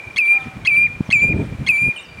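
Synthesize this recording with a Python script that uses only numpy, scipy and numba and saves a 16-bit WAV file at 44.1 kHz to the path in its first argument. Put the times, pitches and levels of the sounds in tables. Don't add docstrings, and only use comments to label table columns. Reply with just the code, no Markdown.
import sys
import numpy as np
from scipy import signal
from scipy.fft import rfft, irfft
from scipy.io import wavfile
from scipy.ndimage import uniform_filter1d, minimum_filter1d
from numba import njit

SR = 44100
rng = np.random.default_rng(int(sys.argv[2]) if len(sys.argv) > 2 else 0)


def dump(signal):
    limited = np.clip(np.atleast_2d(signal).T, -1, 1)
    pcm = np.round(limited * 32767).astype(np.int16)
    wavfile.write(sys.argv[1], SR, pcm)


N = 97020
T = np.arange(N) / SR
BREAK_S = .0025

# (time after the break [s], frequency [Hz])
GLIDE = [(0, 2675), (.008, 2592), (.02, 2458), (.035, 2364), (.06, 2322), (.08, 2333), (.1, 2370),
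         (.135, 2387), (.17, 2418), (.2, 2406)]
# (share of its length [1], gain [dB])
EFFORT = [(0, 7.5), (.055, 6), (.115, 0.1), (.3, -0.95), (.5, -0.5), (.72, -0.5), (.9, -2.5), (1, -3.2)]
def whistle(t, length, offset_hz, rise_hz, db, swell_db, third_db, fourth_db, drop_db,
            drop_hz=700, drop_s=.0055, beak_close_s=.05, release_s=.008, fade_s=.006):
    late = np.maximum(t - length, 0)
    glide = curve(t, GLIDE)
    hz = (glide + offset_hz + rise_hz * ramp(t / length)) * (1 + .0035 * walk(83))
    hz -= drop_hz * (1 - np.exp(-late / drop_s))
    closing = ramp((t - length) / beak_close_s + 1)
    sag_db = 2 * ramp((GLIDE[-1][1] - glide) / 80)
    build_db = -12.5 * (1 - ramp(t / .02))
    fourth = fourth_db - 14 * closing + build_db + sag_db / 2 + 2 * walk(25)
    second = -41 + sag_db + 18 * ramp(late / drop_s) + 2 * walk(25)
    third = third_db - 7 * closing + 2 * walk(6.7)
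    top = fourth + 8 * (1 - ramp(t / .055))
    tone = voice(hz, [0, second, third, fourth, top - 10, top - 18.5])
    held = ramp((length - t) / release_s + .5)
    envelope = ramp(t / BREAK_S) * (held + (1 - held) * amp(drop_db) * np.exp(-late / fade_s))
    swell = swell_db * ramp((t / length - .3) / .21)
    return tone * envelope * amp(db + curve(t / length, EFFORT) + swell + 1.86 * walk(20))


RASP_HARMONICS = [-13.5, -5, 0, -15, -20.5, -25.5, -34, -27.5, -27, -48, -47.5, -54]
# (time before the break [s], frequency [Hz])
UPSLIDE = [(.0155, 2085), (.010, 2115), (.005, 2210), (0, 2420)]
UPSLIDE_OVERTONES = [-9, -19, -28, -42, -53.5, -58]
# (frequency [Hz], relative level [dB])
CRACK_SPECTRUM = [(1000, -38), (2400, -8), (4700, 0.5), (6200, -12), (9300, -1), (11000, -23),
                  (12700, -17.5), (15000, -44)]
def onset(t, rasp_hz=1100, rasp_lead_s=.0238, rasp_s=.0098, edge_s=.00093, flare_s=.00093, crack_s=.0022):
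    rasp = voice(rasp_hz * (1 + .0349 * walk(900)), RASP_HARMONICS)
    rasp *= ramp((t + rasp_lead_s) / edge_s) * ramp((rasp_s - rasp_lead_s - t) / edge_s) * amp(-26.5)
    flare_db = 4 * np.exp(-(t / flare_s) ** 2)
    hz = curve(-t, UPSLIDE[::-1]) * (1 + .007 * amp(flare_db) * walk(600))
    slide = voice(hz, [0] + [db + flare_db for db in UPSLIDE_OVERTONES])
    slide *= ramp((t + UPSLIDE[0][0]) / edge_s) * ramp(-t / BREAK_S + .5) * amp(-21)
    crack = noise(CRACK_SPECTRUM) * np.exp(-(t / crack_s) ** 2) * amp(-30)
    return (rasp + slide) * amp(2.4 * walk(430)) + crack


# (time of the break [s], length [s], pitch offset [Hz], pitch rise [Hz], base level [dB],
# swell [dB], third harmonic [dB], fourth harmonic [dB], closing drop [dB])
CALLS = [(.1845, .195, 24, -30, -14.3, 3.4, -45, -36, -17), (.6732, .194, 1, -1, -14, 3.3, -46, -36, -13),
         (1.1262, .201, -7, 14, -14.8, -.3, -32, -38.5, -13),
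         (1.6882, .2315, -1, 5, -15, -.3, -35, -30, -20)]
def wading_bird():
    return sum(onset(T - time) + whistle(T - time, *shape) for time, *shape in CALLS)


# (delay [s], gain [dB])
ECHOES = [(0.019, -19), (0.0424, -28.5), (0.0902, -17.5), (0.1504, -32)]
def aviary(x, t60_s=.7, tail_db=-26.5, cutoff_hz=3870):
    wet = reverb(x, t60_s, build_s=.04) * amp(tail_db)
    for delay, db in ECHOES:
        wet += amp(db) * np.pad(x, (int(delay * SR), 0))[:N]
    return lowpass(wet, cutoff_hz)


# (time [s], length [s], start pitch [Hz], end pitch [Hz], level [dB],
# second harmonic [dB], third harmonic [dB])
CHIRPS = [(1.961, 0.023, 3035, 2703, -32.5, -42, -14.5), (1.984, 0.019, 3793, 3600, -44, -7, -34),
          (2.004, 0.0257, 3000, 2680, -51.5, -40, -2), (2.034, 0.037, 5890, 4600, -56, -30, -30),
          (2.057, 0.096, 4750, 4655, -56.5, -26, -30), (0.4, .06, 3700, 1800, -48.5, -22.5, -13.5),
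          (0.37, 0.027, 1400, 1300, -54, -27, -29), (0.61, .11, 2200, 2162, -55.5, -17.5, -30),
          (1.052, .04, 6280, 5270, -57.5, -30, -28), (1.36, .11, 8400, 8220, -62.5, -40, -38),
          (2.171, 0.0224, 2400, 2343, -37, -33, -31)]
HONK_HARMONICS = [-24, -20, 1, -7.5, 2.5, -14, -3.5]
def other_birds(edge_s=.0017, honk_start_s=.31, honk_s=.22, honk_hz=263.6, cutoff_hz=3870):
    direct = np.zeros(N)
    for start, length, from_hz, to_hz, db, second_db, third_db in CHIRPS:
        t = T - start
        hz = (from_hz + (to_hz - from_hz) * ramp(t / length)) * (1 + .0054 * walk(120))
        envelope = ramp(t / edge_s) * ramp((length - t) / edge_s)
        direct += voice(hz, [0, second_db, third_db]) * envelope * amp(db)
    progress = (T - honk_start_s) / honk_s
    hz = (honk_hz - 12 * ramp(progress)) * (1 + .0023 * walk(69))
    direct += voice(hz, HONK_HARMONICS) * ramp(progress * 10) * ramp((1 - progress) * 2) * amp(-47)
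    return direct + lowpass(reverb(direct, t60_s=.42, build_s=.0033), cutoff_hz)


# (time [s], level [dB])
GUSTS = [(0, -54.5), (.16, -40.5), (.22, -71), (.41, -46), (.475, -27.5), (.52, -46.5), (.57, -29.5),
         (.7, -43.5), (.88, -36.5), (1.05, -42), (1.18, -34), (1.245, -21), (1.27, -24), (1.405, -16.5),
         (1.49, -31), (1.525, -23), (1.575, -39), (1.625, -25), (1.77, -50), (1.85, -25), (1.885, -23.5),
         (1.915, -63), (2.15, -46.5), (2.19, -27)]
# (frequency [Hz], relative level [dB])
WIND_SPECTRUM = [(15, -38), (25, -22), (96, -4), (179, -5), (329, -11.5), (536, -19.5), (603, -25.5),
                 (934, -33), (1050, -50.5), (1400, -39.5), (1820, -70.5), (3080, -120)]
# (time [s], width [s], level [dB])
THUMPS = [(1.009, 0.0014, -6), (1.0931, 0.0014, -12.5)]
def wind(dull_hz=207, fully_bright_db=-18.5, flutter_db=3.08, grit_db=-6):
    gust_db = curve(T, GUSTS)
    eddies = noise(WIND_SPECTRUM)
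    dull = lowpass(noise(WIND_SPECTRUM), dull_hz)
    brightness = ramp(1 + (gust_db - fully_bright_db) / 10)
    rumble = np.sqrt(brightness) * eddies + np.sqrt(1 - brightness) * dull / dull.std()
    pressure = rumble * amp(gust_db + flutter_db * walk(24))
    for time, width, db in THUMPS:
        u = (T - time) / width
        pressure += amp(db) * np.exp(-u ** 2 / 2) * (u ** 2 - 1 + amp(grit_db) * eddies)
    return pressure


# (frequency [Hz], relative level [dB])
AIR_SPECTRUM = [(25, -25), (70, -7), (200, -2), (500, -2), (1000, -4.5), (2000, -6), (3300, -13),
                (5000, -20.5), (9000, -25), (12000, -34), (16000, -34)]
def background(air_db=-42.5, ring_hz=2370, bandwidth_hz=135):
    ring_db = np.maximum(-37.5 - 15 * T, -47)
    ring = voice(np.full(N, ring_hz), [ring_db]) * walk(bandwidth_hz / 2)
    return noise(AIR_SPECTRUM) * amp(air_db + walk(3.5)) + ring


def amp(db):
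    return 10 ** (np.asarray(db) / 20)


def curve(x, rows):
    return np.interp(x, *np.array(rows, float).T)


def ramp(x):
    return np.sin(np.pi / 2 * np.clip(x, 0, 1)) ** 2


def walk(rate_hz):
    f = np.arange(N // 2 + 1) * SR / N
    y = irfft(rfft(rng.standard_normal(N)) / (1 + (f / rate_hz) ** 4), N)
    return y / y.std()


def noise(spectrum):
    hz, db = np.array(spectrum, float).T
    f = np.arange(N // 2 + 1) * SR / N + 1
    shape = amp(np.interp(np.log(f), np.log(hz), db))
    skirts = np.minimum(f / hz[0], 1) * np.minimum(hz[-1] / f, 1) ** 2
    y = irfft(rfft(rng.standard_normal(N)) * shape * skirts, N)
    return y / y.std()


def lowpass(x, hz):
    return signal.sosfilt(signal.butter(2, hz, fs=SR, output="sos"), x)


def voice(hz, harmonics_db):
    phase = 2 * np.pi * (np.cumsum(hz) / SR + rng.random())
    partials = (amp(db) * np.sin(k * phase) * (k * hz < SR / 2) for k, db in enumerate(harmonics_db, 1))
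    return np.sqrt(2) * sum(partials)


def reverb(x, t60_s, build_s):
    tail = rng.standard_normal(N) * np.exp(-np.log(1000) * T / t60_s) * ramp(T / build_s)
    return signal.fftconvolve(x, tail / np.linalg.norm(tail))[:N]


@njit
def peak_follower(x, decay):
    envelope, peak = np.empty(len(x)), 0.
    for i in range(len(x)):
        peak = max(abs(x[i]), peak * decay)
        envelope[i] = peak
    return envelope


def scene():
    birds = other_birds() + wading_bird()
    return (birds + aviary(birds) + wind() + background())[None]


def record(dry, threshold_db=-5.5, release_s=.03, cutoff_hz=15900):
    peak = peak_follower(dry[0], np.exp(-1 / (release_s * SR)))
    gain = np.minimum(1, amp(threshold_db) / (peak + 1e-9))
    gain = uniform_filter1d(minimum_filter1d(gain, size=64), size=64)
    return signal.sosfilt(signal.ellip(10, .1, 80, cutoff_hz, fs=SR, output="sos"), dry * gain)


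dry = scene()
out = record(dry)
dump(out)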